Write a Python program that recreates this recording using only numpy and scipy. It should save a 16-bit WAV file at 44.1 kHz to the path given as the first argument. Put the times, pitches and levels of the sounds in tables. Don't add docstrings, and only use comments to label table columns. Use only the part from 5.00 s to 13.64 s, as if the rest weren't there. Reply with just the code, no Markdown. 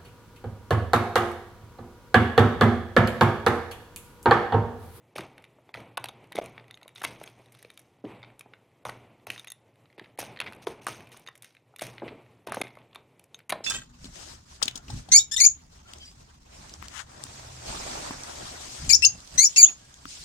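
import sys
import numpy as np
from scipy import signal
from scipy.fft import rfft, irfft
from scipy.io import wavfile
from scipy.ndimage import uniform_filter1d

SR = 44100
rng = np.random.default_rng(int(sys.argv[2]) if len(sys.argv) > 2 else 0)


def waveform_to_disk(signal):
    frames = np.transpose(np.atleast_2d(signal))
    scaled = np.clip(frames, -1, 1) * 32767
    samples = np.round(scaled).astype(np.int16)
    wavfile.write(sys.argv[1], SR, samples)


def to_linear_factor(level_db):
    exponent = np.asarray(level_db, float) / 20
    return 10 ** exponent


N = 381024
BLOW_SAMPLES = 2048
HUM_HZ, HUM_DB = 120, -6.5


def chip_contacts():
    # start_s, clack_peak_db, clack_hz, tick_peak_db
    clacks = [(.1631, -25, 1895, -34), (.1821, -24, 4360, -30), (.2077, -27, 2770, -37),
              (.9732, -19.5, 3800, -26), (.9773, -20.5, 2660, -23.5), (1.0422, -19, 4630, -24.5),
              (1.0579, -25.5, 2670, -32), (1.3679, -23, 2150, -43.5), (2.019, -28, 1970, -33),
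              (2.039, -20, 1490, -29), (2.0445, -22.5, 1980, -20), (2.0493, -11.5, 2238, -19.5),
              (3.8525, -25, 2290, -32), (3.896, -22.5, 1570, -30.5), (4.2695, -26.5, 1985, -29.5),
              (4.303, -13.5, 2590, -26.5), (4.503, -33, 4430, -30), (5.4028, -12, 3540, -23),
              (5.414, -20.5, 3210, -34), (5.4212, -21, 2500, -53), (5.6704, -21, 2180, -33),
              (5.8678, -23.5, 1550, -20), (5.8844, -38, 1630, -24), (5.8943, -35, 2190, -44.5),
              (6.4318, -41.5, 1400, -37), (6.8213, -29, 1600, -22.5), (7.522, -24, 1700, -22.5),
              (7.5456, -23.5, 1630, -23.5), (7.5713, -29, 1980, -49), (7.6152, -18, 2443, -16.5),
              (7.6185, -15.5, 2200, -33), (.7425, -21.5, 2470, -43), (.7495, -30.5, 2070, -50),
              (5.1902, -34, 2280, -20.5), (5.194, -42, 3020, -21), (5.2025, -25.5, 2400, -23),
              (5.2125, -39, 2420, -29), (4.9965, -26.5, 1810, -49), (8.5232, -14, 2893, -20),
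              (8.5246, -14.5, 2220, -30)]
    # start_s, clack_peak_db, clack_hz, tick_re_clack_db
    touches = [(0.4236, -46, 2150, -6), (0.758, -32, 1830, -19), (0.7764, -44, 2320, -12),
               (0.804, -41, 2300, -5), (1.2426, -48.5, 2690, -7), (1.329, -31, 2250, -14.5),
               (1.387, -28, 2200, -9), (1.3804, -23, 2150, -22), (1.412, -37, 2030, -12),
               (1.643, -44.5, 2080, -18), (1.682, -43, 2000, -8), (1.8144, -43, 2000, -15),
               (1.8502, -47, 2010, -15), (2.2007, -51, 2180, -13), (2.485, -50, 2590, -15),
               (3.2306, -31.5, 3620, -31), (3.717, -57, 2320, -12), (4.1989, -54, 1840, -18),
               (4.758, -51, 2180, -9), (4.857, -45.5, 2620, -28), (4.9282, -47, 2420, -14),
               (5.045, -39, 2590, -24), (5.0998, -51, 2430, -17), (5.376, -43, 1960, -19),
               (5.391, -29.5, 3660, -14), (5.426, -39, 2890, -15), (5.443, -35, 2380, -15),
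               (5.463, -28, 2140, -23), (5.4834, -35, 1850, -25), (5.5494, -46, 2000, -2),
               (5.6247, -44, 3600, -14), (5.8157, -49, 2120, -12), (6.0727, -37.5, 2420, -9),
               (6.1188, -40.5, 3100, -1), (6.3285, -55, 3900, -10), (6.5075, -50, 3870, -15),
               (7.264, -48, 1900, -16), (7.9124, -55, 2440, -13), (7.9315, -44, 3570, -29),
               (7.9526, -35.5, 2740, -24)]
    # start_s, clack_peak_db, tick_peak_db
    flicks = [(1.0871, -30, -32), (1.0916, -29, -36.5), (1.3228, -28.5, -35), (1.3575, -25.5, -29),
              (1.711, -29, -36.5), (1.7432, -39.5, -64), (1.831, -36.5, -44), (1.8799, -34.5, -36),
              (1.9596, -37.5, -63), (1.9814, -33, -50), (2.46, -46, -53), (2.55, -41.5, -44),
              (2.5917, -46, -55), (2.703, -34, -38.5), (2.7755, -34.5, -34), (3.3943, -40, -30.5),
              (4.3787, -29.5, -38), (4.396, -35, -33), (4.473, -31, -36), (4.4818, -39, -43),
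              (4.5199, -32, -22), (6.168, -39, -55), (6.2744, -29, -49), (6.4233, -37, -30.5),
              (6.4457, -35, -34), (6.5682, -41.5, -66), (6.795, -26, -35), (7.9582, -28.5, -39),
              (8.3453, -33, -43)]
    # start_s, clack_peak_db, tick_peak_db
    taps = [(.3804, -34.5, -45.5), (.4419, -34, -46.5), (.451, -43, -56), (.9957, -39, -47),
            (1.4604, -33.5, -33), (1.7743, -36.5, -49), (1.8917, -39, -48), (2.2143, -39, -47),
            (2.239, -29.5, -33), (2.2772, -31.5, -44), (2.5226, -46.5, -40), (2.6271, -37.5, -35.5),
            (3.411, -32, -40), (4.3627, -31, -46), (4.4457, -34, -37), (5.5247, -38, -41),
            (5.533, -34.5, -43), (6.0066, -36, -44), (6.128, -48, -43), (6.265, -35.5, -46),
            (6.2872, -29.5, -39), (6.3549, -39, -41), (6.5506, -41.5, -53), (6.7625, -33.5, -31.5),
            (6.8115, -28, -29), (6.869, -30, -31.5), (7.4728, -28.5, -32.5), (7.4789, -34, -52.5),
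            (7.9481, -37, -39), (8.3912, -41, -45)]
    # start_s, peak_db
    far_clacks = [(0.192, -26), (0.6927, -41), (0.773, -31.5), (1.38, -31), (1.5796, -28.5), (1.598, -36),
                  (1.705, -45), (2.161, -39), (2.6484, -34), (3.052, -36.5), (3.2195, -44), (3.237, -37.5),
                  (3.2468, -39), (3.303, -42.5), (3.5365, -33), (3.866, -41), (4.9026, -47.5), (5.024, -45),
                  (5.177, -38), (5.363, -32.5), (5.373, -27.5), (4.322, -45), (4.335, -40), (4.347, -41),
                  (6.982, -28.5), (6.999, -36), (7.671, -31.5), (7.6816, -41), (7.706, -40), (7.817, -46),
                  (8.404, -42)]
    # start_s, peak_db
    rim_grazes = [(2.8007, -43.5), (5.2, -32.5), (1.272, -56), (1.952, -45), (7.596, -41), (2.5295, -48),
                  (2.59, -46), (1.441, -41), (2.742, -49), (5.833, -50), (7.655, -54), (7.681, -46),
                  (7.55, -32.5), (7.495, -44), (6.044, -54), (6.36, -46), (8.1961, -37), (8.2408, -41),
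                  (0.188, -35), (1.4971, -51), (1.7526, -47), (1.9607, -59), (1.9791, -51), (1.995, -39.5),
                 (2.0335, -29), (2.2007, -50), (2.2352, -35), (2.2622, -48), (2.287, -53), (2.2998, -47),
                 (2.3174, -57), (2.7156, -48), (2.7936, -38), (2.8162, -51), (4.318, -36), (4.477, -34.5),
                 (5.176, -46), (5.5636, -49), (5.629, -52), (5.692, -40), (5.7096, -41), (5.8463, -41),
                 (5.895, -54), (6.092, -52), (6.1726, -35.5), (6.1973, -43), (6.3773, -42), (6.7866, -36),
                 (6.8546, -38), (6.9501, -51), (8.3561, -51)]
    # start_s, first_peak_db, gap_s, change_db (per chip), tick_re_clack_db
    runs = [
        (4.9806, -40, 0.004, -0.5, -16),
        (5.041, -44.5, 0.0089, 0.5, -27),
        (5.467, -23, 0.0066, -2.5, -36),
        (7.0806, -27.5, 0.0049, -2, -30),
        (7.754, -41.5, 0.017, -1.5, -10),
        (8.4959, -20.5, 0.0044, 2, 0.5),
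    ]
    far_tick_db, graze_clack_db = -31, -8.5
    held = taps + [(s, db, db + far_tick_db) for s, db in far_clacks]
    held += [(s, db + graze_clack_db, db) for s, db in rim_grazes]
    for s, db, gap_s, change_db, tick_db in runs:
        for k in range(3):
            chip_db = db + k * change_db
            held.append((s + k * gap_s, chip_db, chip_db + tick_db))
    contacts = clacks + [(s, db, hz, db + tick_db) for s, db, hz, tick_db in touches]
    for rows, usual_hz, spread in [(held, 2238, .25), (flicks, 3723, .06)]:
        for s, db, tick_db in rows:
            contacts.append((s, db, usual_hz * (1 + spread * (rng.random() - .5)), tick_db))
    return contacts


def clicks():
    # hz, level_db, t60_s
    clack_modes = [(2150, -11.5, 0.024), (2473, -15.5, 0.011), (3604, -20, 0.048)]
    # hz, level_db, t60_s
    tick_modes = [(6150, -2, 0.0015), (9685, 10.5, 0.0086), (10780, 10, 0.0017)]
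    clack_top_hz, tick_foot_hz = 4385, 5300
    crack_share = .9
    rows = chip_contacts()
    out, draws = np.zeros(N), rng.random((len(rows), 64))
    for (s, clack_db, clack_hz, tick_db), draw in zip(rows, draws):
        clack = np.array([(clack_hz, 0, .011)] + clack_modes)
        clack[1:, 0] *= 1 + .2 * (draw[16:19] - .5)
        clack[1:, 1] += 12 * (draw[20:23] - .5)
        tick = np.array(tick_modes)
        tick[:, 0] *= 1 + .1 * (draw[24:27] - .5)
        tick[:, 1] += 14 * (draw[32:35] - .5)
        contacts = chatter(draw, spread_s=.0014, fall_db=7.5)
        body = peak_one(ringing(clack)) + crack_share * crack(1300, 4250, t60_s=.012)
        edge = peak_one(ringing(tick)) + .3 * crack(5000, 7000, t60_s=.019)
        edge += .73 * crack(8400, 12180, t60_s=.011)
        body = peak_one(steep(np.convolve(contacts, body), clack_top_hz, "low"))
        edge = peak_one(steep(np.convolve(contacts, edge), tick_foot_hz, "high"))
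        add(out, s, to_linear_factor(clack_db - 4.0) * body)
        add(out, s, to_linear_factor(tick_db - 5.5) * edge)
    return out


def chatter(draw, spread_s, fall_db):
    contacts = np.zeros(512)
    at = np.cumsum(np.r_[0, .3 + draw[1:5]]) * spread_s * SR
    level_db = -fall_db * (np.array([1.5, 0, 1, 2, 3]) + draw[5:10] * [1, 0, 1, 1, 1])
    contacts[np.clip(at, 0, 511).astype(int)] = to_linear_factor(level_db) * np.sign(draw[10:15] - .5)
    return contacts


def ringing(modes):
    t = np.arange(BLOW_SAMPLES) / SR
    hz, level_db, t60_s = np.transpose(modes)[:, :, None]
    return np.sum(to_linear_factor(level_db - 60 * t / t60_s) * np.sin(2 * np.pi * hz * t), axis=0)


def crack(low_hz, high_hz, t60_s):
    rise_s = .00033
    band = signal.butter(2, [low_hz, min(high_hz, .45 * SR)], "band", fs=SR, output="sos")
    t = np.arange(BLOW_SAMPLES) / SR
    noise = signal.sosfilt(band, rng.standard_normal(BLOW_SAMPLES))
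    return peak_one(noise * to_linear_factor(-60 * t / t60_s) * np.minimum(t / rise_s, 1))


def add(out, s, sound):
    start = max(round(s * SR) - np.argmax(np.abs(sound)), 0)
    out[start:start + len(sound)] += sound[:N - start]


def peak_one(x):
    return x / (np.max(np.abs(x)) + 1e-12)


def rms_one(x):
    return x / np.sqrt(np.mean(x ** 2) + 1e-20)


def steep(x, hz, side):
    return signal.sosfilt(signal.butter(4, hz, side, fs=SR, output="sos"), x)


def singing():
    # start_s, level_db, upper_mode_change_db
    sings = [(1.0871, -35, -9), (1.7432, -37.5, -8), (1.831, -47, -2.5), (4.3787, -30, -14),
             (4.396, -27.5, -15), (4.4818, -35.5, 1), (6.168, -47, 2), (6.2744, -28, -10), (6.4233, -53, 1),
             (8.3453, -33, 0.5), (1.9596, -31, -15), (8.3567, -46, 0), (4.503, -38, 5), (2.261, -50, 10),
             (7.6, -46, 4)]
    # hz, level_db, t60_s
    free_chip = [(3680, -8, .028), (3800, -13, .02), (6440, -8, .035)]
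    out = np.zeros(N)
    for (s, level_db, upper_db), draw in zip(sings, rng.random((len(sings), 2))):
        modes = np.array(free_chip) * [1 + .019 * (draw[0] - .5), 1, .85 + .5 * draw[1]]
        modes[-1, 1] += upper_db
        add(out, s, to_linear_factor(level_db) * ringing(modes))
    return out


def chip_rattle(per_s):
    # hz, level_db (per Hz)
    rustle = [(710, -30), (1200, -4), (2390, 4.5), (4500, -2), (6390, 1.5), (7530, -17.5), (8580, -1.5),
              (10500, -7), (14500, -16), (15700, -18), (16400, -70)]
    hits = rng.random(N) < per_s * to_linear_factor(3 * drift(40)) / SR
    sizes = to_linear_factor(3.0 * np.minimum(rng.exponential(1, N), 4)) * hits
    grains = signal.lfilter([1], [1, -.975], sizes) + .75
    return colour(grains * rng.standard_normal(N), rustle)


def drift(rate_hz):
    knots = rng.standard_normal(1200)
    return np.interp(np.arange(N) / SR * rate_hz, np.arange(1200), knots)


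def colour(x, spectrum):
    hz, level_db = np.transpose(spectrum)
    bins_hz = np.maximum(np.arange(len(x) // 2 + 1) * SR / len(x), 1)
    gain_db = np.interp(np.log(bins_hz), np.log(hz), level_db)
    return rms_one(irfft(rfft(x) * to_linear_factor(gain_db), len(x)))


def thuds():
    # start_s, peak_db, pitch_hz
    felt_thuds = [(0.1606, -30, 538), (.195, -31.5, 290), (0.5862, -48, 545), (0.778, -37.5, 553),
                  (1.354, -29.5, 403), (1.3799, -31, 520), (1.3878, -14, 556), (1.4173, -40, 590),
                  (1.8593, -43, 516), (2.2152, -31, 540), (2.65, -41, 430), (3.0484, -27, 277),
                  (3.066, -47, 304), (3.461, -42, 554), (4.2728, -33.5, 577), (4.9819, -40.5, 376),
                  (5.015, -41, 282), (5.189, -24.5, 530), (5.2291, -29.5, 516), (5.6748, -20.5, 401),
                  (6.821, -24.5, 625), (7.0244, -28.5, 490), (7.0316, -33, 565), (7.0352, -34, 260),
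                  (7.04, -32, 250), (7.0665, -36.5, 485), (3.0423, -29.5, 295), (7.081, -37, 365),
                  (7.137, -42, 298), (7.4725, -29, 629), (7.5711, -21.5, 520), (7.607, -27.5, 330),
                  (7.6182, -21, 602), (8.5589, -32.5, 557), (8.6072, -34, 520)]
    # start_s, peak_db, pitch_hz
    knocks = [(0.185, -25, 1050), (0.692, -43, 800), (0.75, -32.5, 1060), (0.9772, -20, 980),
              (1.0435, -28.5, 790), (1.0922, -35, 910), (1.3196, -38.5, 735), (1.5813, -43, 825),
              (2.0186, -31, 1040), (2.039, -22, 990), (2.0522, -32, 950), (3.238, -43, 820),
              (3.537, -43.5, 1380), (3.854, -23.5, 890), (3.868, -30.5, 850), (3.8925, -25.5, 1170),
              (4.998, -43, 1250), (5.404, -32, 950), (5.416, -30, 1300), (5.524, -36.5, 1200),
              (5.868, -21, 984), (5.885, -24, 935), (6.1453, -42.5, 1030), (6.2861, -35, 1220),
              (7.4852, -35, 770), (7.5218, -21.5, 1030), (7.544, -26.5, 1100), (7.773, -39.5, 915),
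              (7.9595, -36.5, 930), (8.5251, -16.5, 910), (5.6723, -24.5, 1000), (1.8251, -45.5, 763),
              (6.74, -47.5, 700), (1.704, -48, 1290)]
    cycles, top_hz = 7.0, 1700
    sag = .21
    rows = felt_thuds + knocks
    out, draws = np.zeros(N), rng.random((len(rows), 24))
    age = np.arange(BLOW_SAMPLES)
    for (s, peak_db, hz), draw in zip(rows, draws):
        t60_s = cycles / hz
        modes = [(hz, 0, t60_s),
                 (hz * (.6 + .95 * draw[16]), -13, t60_s),
                 (hz * (1.4 + .6 * draw[17]), -12, .51 * t60_s)]
        ahead = sag * 2 * SR / hz * (1 - np.exp(-age * hz / SR / 2))
        ring = np.interp(np.minimum(age + ahead, BLOW_SAMPLES - 1), age, ringing(modes))
        top = peak_one(ring) + .384 * crack(.5 * hz, 1.6 * hz, t60_s=.0227)
        swell = np.minimum(age / SR * hz / .77, 1)
        contacts = chatter(draw, spread_s=.0015, fall_db=12.0)
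        thud = peak_one(steep(np.convolve(contacts, top * swell), top_hz, "low"))
        add(out, s, to_linear_factor(peak_db + .87) * thud)
    return out


def bumps():
    # start_s, peak_db, pitch_hz, t60_s
    hits = [
        (3.05, -32.5, 257, 0.3),
        (7.03, -33.5, 301, 0.26),
        (7.112, -37.5, 270, 0.34),
    ]
    out, t = np.zeros(N), np.arange(SR // 4) / SR
    for s, peak_db, hz, t60_s in hits:
        band = signal.butter(2, [hz / .96, hz * 1.72], "band", fs=SR, output="sos")
        roll = rms_one(signal.sosfilt(band, rng.standard_normal(len(t))))
        roll *= to_linear_factor(-60 * t / t60_s) * np.minimum(t * hz / 2, 1)
        start = round((s - 2 / hz) * SR)
        out[start:start + len(t)] += to_linear_factor(peak_db - 6.5) * roll
    return out


def room(x):
    t60_s, cut_hz, first_s = .22, 3500, .006
    t = np.arange(SR // 2) / SR
    tail = rng.standard_normal(len(t)) * to_linear_factor(-60 * t / t60_s) * (t > first_s)
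    tail = signal.lfilter(*signal.butter(1, cut_hz, fs=SR), tail)
    return signal.fftconvolve(x, tail / np.sqrt(np.sum(tail ** 2)))[:N]


def near_gains():
    # start_s, room_db, closing_db_per_s, rattle_db
    openings = [(0.154, -43.5, 72, -45.5), (0.743, -45, 75, -55), (.975, -52.5, 23, -68),
                (1.35, -42.5, 55, -45), (1.954, -59.5, 14.5, -54), (2.034, -44, 53.5, -44.5),
                (2.196, -62, 40, -60), (2.253, -62, 36.5, -59.5), (2.515, -65.5, 16, -61.5),
                (3.043, -47.5, 44.5, -67.5), (3.851, -44, 71, -46), (4.267, -49.5, 81, -49),
                (4.312, -59.5, 48, -53.5), (4.38, -75.5, 59, -57), (4.98, -59, 70, -84),
                (5.185, -43, 76.5, -37.5), (5.4, -47, 43, -61), (5.466, -52, 58.5, -73.5),
                (5.619, -60, 115, -50.5), (5.667, -45, 74, -48), (5.815, -62, 55, -57),
                (5.869, -45.5, 55.5, -39.5), (6.119, -75, 43, -55), (6.422, -77, 52, -57),
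                (6.813, -43, 66, -38.5), (7.029, -43.5, 87, -67), (7.466, -44.5, 50, -53),
                (7.519, -49.5, 56, -43.5), (7.95, -56, 80, -86), (8.498, -45.5, 51, -78)]
    t, air, rattle = np.arange(N) / SR, np.zeros(N), np.zeros(N)
    for s, room_db, closing_db, rattle_db in openings:
        age_s = np.clip(t - s, 0, 3)
        air_now = to_linear_factor(room_db - closing_db * age_s) * np.minimum(age_s / .031, 1)
        rattle_now = to_linear_factor(rattle_db - 2.71 * closing_db * age_s) * np.minimum(age_s / .0036, 1)
        air = np.maximum(air, air_now)
        rattle = np.maximum(rattle, rattle_now)
    return air, rattle


def near_room(buzz):
    # hz, level_db (per Hz)
    air_spectrum = [(15, -58), (25, -54), (59, -17.5), (123, -8.5), (217, -7.5), (887, -10.5), (1700, -24),
                    (2280, -15.5), (4610, -35.5), (6380, -57), (7710, -40.5), (9840, -44), (14000, -49),
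                    (16000, -71.5)]
    return coloured_noise(air_spectrum, flicker_db=2.8) + to_linear_factor(HUM_DB) * buzz


def resting_room(buzz):
    # time_s, level_db
    mixer_level = [(0, -62.5), (1.65, -64.5), (1.92, -66.5), (2.4, -66), (2.7, -66.5), (4.3, -62.5),
                   (4.45, -83), (4.6, -64.5), (4.7, -64.5), (5.6, -59.5), (6.2, -65), (6.45, -67),
                   (6.6, -70.5), (6.7, -64), (7.4, -61.5), (8.2, -65.5), (8.4, -62), (8.64, -79)]
    # hz, level_db (per Hz)
    rumble = [(15, -43), (25, -36), (49, -22), (120, 8.5), (180, -2.5), (503, -2), (863, -7.5),
              (1650, -19.5), (1940, -14), (2350, -15), (4740, -27.5), (11300, -30), (14800, -37),
              (16000, -53)]
    level_db = np.interp(np.arange(N) / SR, *np.transpose(mixer_level))
    return to_linear_factor(level_db) * (coloured_noise(rumble, flicker_db=1.5) + to_linear_factor(HUM_DB - 9.0) * buzz)


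def coloured_noise(spectrum, flicker_db):
    return colour(rng.standard_normal(N) * to_linear_factor(flicker_db * drift(25)), spectrum)


def hum():
    width_hz = 5.5
    r, w = np.exp(-np.pi * width_hz / SR), 2 * np.pi * HUM_HZ / SR
    waver = signal.lfilter([1], [1, -2 * r * np.cos(w), r * r], rng.standard_normal(N))
    return rms_one(np.sin(w * np.arange(N)) + 1.3 * rms_one(waver))


def patchy(x):
    edges_hz = [4200, 5500, 7000, 8800, 11000, 13500, 17000]
    block_s, sunk_share, depth_db = .012, .2, -9
    out, block = x.copy(), (np.arange(N) / SR / block_s).astype(int)
    for low_hz, high_hz in zip(edges_hz, edges_hz[1:]):
        sos = signal.butter(2, [low_hz, high_hz], "band", fs=SR, output="sos")
        band = signal.sosfiltfilt(sos, x)
        sunk = (rng.random(block[-1] + 1) < sunk_share)[block]
        out -= band * uniform_filter1d(sunk * (1 - to_linear_factor(depth_db)), size=80)
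    return out


def scene():
    low_cut_hz, room_db = 170, -17
    air, rattle = near_gains()
    blows = steep(clicks() + thuds(), low_cut_hz, "high")
    loose = rattle * chip_rattle(per_s=550)
    buzz = hum()
    echo = to_linear_factor(room_db) * room(blows + loose)
    background = patchy(loose + echo + resting_room(buzz) + air * near_room(buzz))
    mono = blows + singing() + bumps() + background
    return np.array([mono, mono])


def dip_gain(rows):
    gain_db = np.zeros(N)
    for from_s, to_s, depth_db in rows:
        gain_db[round(from_s * SR):round(to_s * SR)] = depth_db
    return to_linear_factor(uniform_filter1d(gain_db, size=60))


def level_dips(dry):
    returns_s = [0.153, 0.734, 0.97, 3.848, 4.264, 5.173, 5.663, 5.812, 6.258, 7.465, 8.493]
    # from_s, to_s, depth_db
    holes = [(.722, .736, -7), (.982, .997, -25), (1.334, 1.349, -9), (1.699, 1.708, -8),
             (1.72, 1.726, -16), (4.968, 4.978, -15), (5.002, 5.01, -10), (5.16, 5.173, -14),
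             (5.38, 5.399, -6), (5.424, 5.431, -35), (6.105, 6.117, 5), (6.3, 6.31, -15),
             (6.414, 6.421, -4), (7.504, 7.517, -22), (7.53, 7.541, -9), (7.624, 7.632, -36),
             (1.966, 1.972, -17), (1.989, 1.995, -15), (2.008, 2.014, -14), (2.057, 2.064, -34),
             (4.28, 4.298, -3), (4.452, 4.468, -7), (4.492, 4.499, -14), (2.225, 2.233, -3),
             (2.58, 2.587, -10), (2.636, 2.644, -9), (2.692, 2.7, -17), (2.245, 2.251, -7)]
    # from_s, to_s, depth_db
    full_mutes = [
        (1.402, 1.413, -73),
        (7.625, 7.634, -55),
    ]
    dropout_s, dropout_db, dropout_hz, hole_hz = .012, -13, 1700, 5000
    bass = signal.sosfiltfilt(signal.butter(2, dropout_hz, fs=SR, output="sos"), dry)
    treble = (dry - bass) * dip_gain([(s - dropout_s, s, dropout_db) for s in returns_s])
    top = signal.sosfiltfilt(signal.butter(4, hole_hz, "high", fs=SR, output="sos"), treble)
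    return (bass + treble - top * (1 - dip_gain(holes))) * dip_gain(full_mutes)


def channel_difference(x):
    side_db, treble_db, knee_db = -35, -12, -64
    high = np.diff(steep(x, 3500, "high"), prepend=0)
    level = np.sqrt(np.abs(uniform_filter1d(high ** 2, size=400)))
    held = high / (1 + level / to_linear_factor(knee_db))
    return to_linear_factor(side_db) * x * drift(100) + to_linear_factor(treble_db) * np.roll(held, 700)


def roll_off(x):
    return signal.sosfilt(signal.butter(12, 15400, fs=SR, output="sos"), x)


def record(dry):
    mixed = level_dips(dry)
    side = channel_difference(mixed[0])
    return roll_off(mixed + side * [[1], [-1]])


dry = scene()
out = record(dry)
waveform_to_disk(out)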